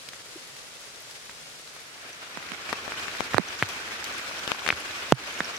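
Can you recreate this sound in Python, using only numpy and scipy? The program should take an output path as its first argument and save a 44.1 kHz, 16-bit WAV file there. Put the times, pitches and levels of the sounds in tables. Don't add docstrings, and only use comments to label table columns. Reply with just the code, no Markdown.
import sys
import numpy as np
from scipy import signal
from scipy.fft import rfft, irfft
from scipy.io import wavfile
from scipy.ndimage import uniform_filter1d

SR = 44100
rng = np.random.default_rng(int(sys.argv[2]) if len(sys.argv) > 2 else 0)


def master_out(mix):
    frames = np.transpose(np.atleast_2d(mix))
    ceiling = np.clip(frames, -1, 1)
    pcm = np.round(ceiling * 32767).astype(np.int16)
    wavfile.write(sys.argv[1], SR, pcm)


N = 246078
TIME = np.arange(N) / SR
TOP_HZ = 16000

# (time [s], strength [dB], pan [dB], slap pitch [Hz], slap decay [cycles],
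#  thud compared with slap [dB], thud starting pitch [Hz], spray compared with slap [dB])
FAT_DRIPS = [(2.373, -15.5, -19, 1210, 0.39, -10, 220, -14),
             (2.5185, -19, -27, 2520, 0.79, -4.5, 237, -3.5), (2.7285, -8, 8, 1180, 0.55, -25, 229, -9),
             (3.206, -3, 24, 1510, 0.24, -23, 192, -14.5), (3.3443, -1, -10, 1330, 0.38, -11, 140, -21),
             (3.3819, 10.5, -24, 1180, 0.2, -3, 390, -22), (3.3952, -14, -23, 1250, 0.42, 11.5, 243, -8),
             (3.6255, -1.5, -0.5, 1850, .8, -15.5, 138, -17.5), (4.477, -11.5, 13, 910, .3, -29, 292, -5.5),
             (4.518, -3, 35, 2960, 0.34, -19, 510, -11.5), (4.6892, -2.5, 13, 2230, 1.2, -22, 476, -8.5),
             (4.7039, -1, 3, 2380, 1.6, -36, 150, -48), (4.726, -11.5, -8, 1490, 1.2, -12.5, 100, -14),
             (5.1227, 17, -9.5, 874, 0.12, -5, 180, -22), (5.405, -6.5, -4, 1740, 1.45, -13.5, 228, -17.5)]
# (frequency [Hz], level [dB])
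SPRAY_TONE = [(100, -39), (500, 1), (1600, 8.5), (3000, 5.5), (6000, -4.5), (10000, -11), (16000, -40)]
# (time [s], strength [dB], pan [dB], pitch [Hz])
LEAF_TICKS = [(0.0881, -22, 0, 4100), (.134, -25, 0, 2340), (1.1118, -28, 1, 4400), (1.2954, -26, -3, 1800),
              (1.7647, -26.5, -1.5, 1200), (2.6926, -19.5, -15, 1400), (2.733, -14, 19, 1520),
              (2.879, -14, 22, 1450), (2.9207, -18.5, 1, 1640), (3.082, -13.5, 13, 1900),
              (3.335, -13.5, -3, 1920), (3.366, -15, -19, 1440), (3.3701, -15, -2, 1700),
              (3.6323, -13.5, 2, 2190), (3.689, -20.5, 1, 5700), (4.0425, -15.5, 4, 4960),
              (4.6641, -10.5, -3, 2240), (4.6768, -7.5, 7, 2430)]
# (time [s], pitch [Hz])
BUBBLES = [(2.755, 2650), (2.976, 2970), (4.371, 3120), (5.308, 3100)]
# (frequency [Hz], level [dB])
WOOD_TONE = [(15, -42), (25, -3), (76, -9.5), (157, -1), (190, -8), (256, -5.5), (301, -7), (335, -6),
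             (463, -2), (516, -2.5), (911, -6.5), (1400, -3), (5000, -3.5), (9840, -11.5), (16000, -29.5)]
LAKE_TONE = [(15, -53), (25, -20), (76, -5.5), (141, -13), (335, -5.5), (962, -6), (1520, 0.5), (2000, -3),
             (2410, 0), (2760, -3.5), (4250, -8.5), (5730, -10.5), (9070, -19), (12900, -25.5),
             (16000, -34.5)]
# (frequency [Hz], likeness [-1 to 1])
WOOD_LIKENESS = [(60, 0.5), (180, 0.2), (550, 0.55), (1650, -0.1), (4970, -0.08), (15000, -0.13)]
LAKE_LIKENESS = [(60, 0.82), (180, 0.84), (550, 0.82), (1650, -0.13), (4970, -0.12), (15000, 0.041)]
# (frequency [Hz], pan [dB])
WOOD_PAN = [(60, 1), (240, -0.5), (950, 0.0), (3770, 0.5), (15000, 6)]
LAKE_PAN = [(60, -0.5), (180, -2), (550, -0.5), (1650, -2), (4970, 4.5), (15000, -2.5)]


def fat_drips(spray_decay_s=0.0019, spray_rise_s=0.0001, snap_hz=3800, snap_db=4):
    t, out = np.arange(4096) / SR, np.zeros((2, N))
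    snap = amp(snap_db) * ring(t, snap_hz, cycles=0.31, brightness=4.8)
    spray_shape = np.exp(-t / spray_decay_s) * (1 - np.exp(-t / spray_rise_s))
    for start_s, db, pan_db, hz, cycles, thud_db, thud_hz, spray_db in FAT_DRIPS:
        slap = ring(t, hz, cycles, brightness=1.69, order=5)
        impact = panned(pan_db) * (slap + amp(thud_db) * thud(t, thud_hz))
        spray = with_tone(rng.standard_normal((2, len(t))), SPRAY_TONE) * spray_shape
        burst = panned(0.73 * pan_db) * amp(spray_db) * (snap + spray)
        add(out, start_s, amp(db) * (impact + burst))
    return cut_bass(out, hz=70)


def ring(t, hz, cycles, brightness=2.07, order=3):
    age = t * hz
    swing = -np.sin(2 * np.pi * age) * np.exp(-age / max(cycles, 0.1))
    soften = signal.butter(order, min(brightness * hz, TOP_HZ), fs=SR, output="sos")
    swing = signal.sosfilt(soften, swing)
    return swing / abs(swing).max()


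def thud(t, hz, decay_cycles=1.0, rise_cycles=0.22, sag_to=0.7, sag_s=0.005):
    pitch_hz = hz * (sag_to + (1 - sag_to) * np.exp(-t / sag_s))
    age = np.cumsum(pitch_hz) / SR
    return np.sin(2 * np.pi * age) * np.exp(-age / decay_cycles) * (1 - np.exp(-age / rise_cycles))


def near_ticks():
    out = np.zeros((2, N))
    for start_s, db, pan_db, hz in LEAF_TICKS:
        add(out, start_s, leaf_tick(db, pan_db, hz))
    return out


def leaf_tick(db, pan_db, hz, cycles=0.33, splash_db=-11, splash_s=0.0036):
    t = np.arange(1024) / SR
    tone = [(hz / 6, -14), (hz, 0), (hz * 3, -15), (hz * 8, -36)]
    splash = with_tone(rng.standard_normal((2, len(t))), tone) * np.exp(-t / splash_s)
    return amp(db) * panned(pan_db) * (ring(t, hz, cycles) + amp(splash_db) * splash)


def bubble_plinks(db=-31, cycles=14, pan_db=3):
    t, out = np.arange(2048) / SR, np.zeros((2, N))
    for start_s, hz in BUBBLES:
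        add(out, start_s, amp(db) * panned(pan_db) * ring(t, hz, cycles))
    return out


def plop(start_s=0.3565, hz=345, db=-36, swell_s=0.0054):
    t = np.maximum(TIME - start_s, 0)
    swell = (t / swell_s * np.exp(1 - t / swell_s)) ** 2
    return amp(db) * np.sin(2 * np.pi * hz * t) * swell


def steady_rain(wood_db=-44, lake_db=-35.5, fade_start_s=1.515, fade_length_s=1.58):
    wood = far_hiss(WOOD_TONE, WOOD_LIKENESS, WOOD_PAN, patchy_db=0.27, flicker_db=0.85)
    wood += patter(db=-13.5, per_s=700, hz_range=(1370, 8950), spread_db=-1, cycles=0.64, width_db=11)
    wood += patter(db=-17, per_s=95, hz_range=(5850, 11700), spread_db=1, cycles=1.3, width_db=14)
    wood += stray_ticks(per_s=6, db=11.5, spread_db=5, low_hz=2200, high_hz=7500)
    lake = far_hiss(LAKE_TONE, LAKE_LIKENESS, LAKE_PAN, patchy_db=1.0, flicker_db=1.6)
    lake += patter(db=-9, per_s=600, hz_range=(1070, 6800), spread_db=4.5, cycles=1.17, width_db=34)
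    lake += patter(db=-20, per_s=87, hz_range=(4460, 11800), spread_db=7.5, cycles=5.4, width_db=16)
    lake += stray_ticks(per_s=4, db=10, spread_db=-0.5, low_hz=1190, high_hz=5700)
    lake_share = np.clip((TIME - fade_start_s) / fade_length_s, 0, 1)
    return amp(wood_db) * (1 - lake_share) * wood + amp(lake_db) * lake_share * lake


def stray_ticks(per_s, db, spread_db, low_hz, high_hz, width_db=7):
    out = np.zeros((2, N))
    for when, size, side, pitch in rng.random((round(per_s * N / SR), 4)):
        hz = low_hz * (high_hz / low_hz) ** pitch
        tick = leaf_tick(db + spread_db * (2 * size - 1), width_db * (2 * side - 1), hz)
        add(out, when * N / SR, tick)
    return out


def patter(db, per_s, hz_range, spread_db, cycles, width_db, leaves=36):
    t, out = np.arange(1024) / SR, np.zeros((2, N))
    for hz in np.geomspace(*hz_range, leaves):
        hits = rng.random(N) < per_s / leaves / SR
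        size_db = spread_db * np.minimum(rng.exponential(1, N), 4)
        tap = ring(t, hz, cycles * rng.uniform(0.15, 3.5))
        taps = signal.oaconvolve(hits * amp(size_db), tap)[:N]
        out += panned(width_db * rng.standard_normal()) * taps
    return amp(db) * unit_level(out)


def far_hiss(tone, likeness, pan, patchy_db, flicker_db):
    frames, hz = N // 256 + 5, np.fft.rfftfreq(1024, 1 / SR)
    a, b, c, d, patches = rng.standard_normal((5, frames, len(hz)))
    patches = uniform_filter1d(patches, size=5, axis=0)
    patches = unit_level(uniform_filter1d(patches, size=12, axis=1))
    flicker = unit_level(uniform_filter1d(rng.standard_normal(frames), size=4))[:, None]
    alike = np.clip(at_hz(likeness, hz), -1, 1)
    left = a + 1j * b
    right = alike * left + np.sqrt(1 - alike ** 2) * (c + 1j * d)
    lean = amp(at_hz(pan, hz) / 2)
    grid = np.array([left * lean, right / lean]) * amp(patchy_db * patches + flicker_db * flicker)
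    _, noise = signal.istft(grid.swapaxes(1, 2), nperseg=1024, noverlap=768)
    return with_tone(noise[:, :N], tone)


def amp(db):
    return 10 ** (np.asarray(db) / 20)


def unit_level(x):
    return x / np.sqrt(np.mean(x ** 2) + 1e-20)


def at_hz(table, hz):
    row_hz, value = np.transpose(table)
    return np.interp(np.log(hz + 1), np.log(row_hz + 1), value)


def with_tone(x, tone):
    size = x.shape[-1]
    gains = amp(at_hz(tone, np.fft.rfftfreq(size, 1 / SR)))
    return unit_level(irfft(rfft(x) * gains, size))


def cut_bass(x, hz):
    return signal.sosfilt(signal.butter(1, hz, "high", fs=SR, output="sos"), x)


def panned(pan_db):
    return amp(np.minimum([[pan_db], [-pan_db]], 0))


def add(mix, start_s, sound):
    part = mix[:, max(round(start_s * SR), 0):][:, :sound.shape[1]]
    part += sound[:, :part.shape[1]]


def scene():
    return steady_rain() + fat_drips() + near_ticks() + bubble_plinks() + plop()


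def record(dry, low_cut_hz=70, limit_db=-3.0, release_s=0.049):
    x = cut_bass(dry, low_cut_hz)
    peak_db = 20 * np.log10(abs(x).max(0) + 1e-9)
    over_db = np.maximum(peak_db - limit_db, 1e-9)
    recovery = TIME / release_s
    dip_db = np.exp(np.maximum.accumulate(np.log(over_db) + recovery) - recovery)
    dip_db = signal.lfilter([0.02], [1, -0.98], dip_db)
    x = np.clip(x * amp(-dip_db), -1, 1)
    treble_cut = signal.firwin(401, TOP_HZ, window=("kaiser", 8), fs=SR)
    return signal.oaconvolve(x, treble_cut[None], "same")


dry = scene()
out = record(dry)
master_out(out)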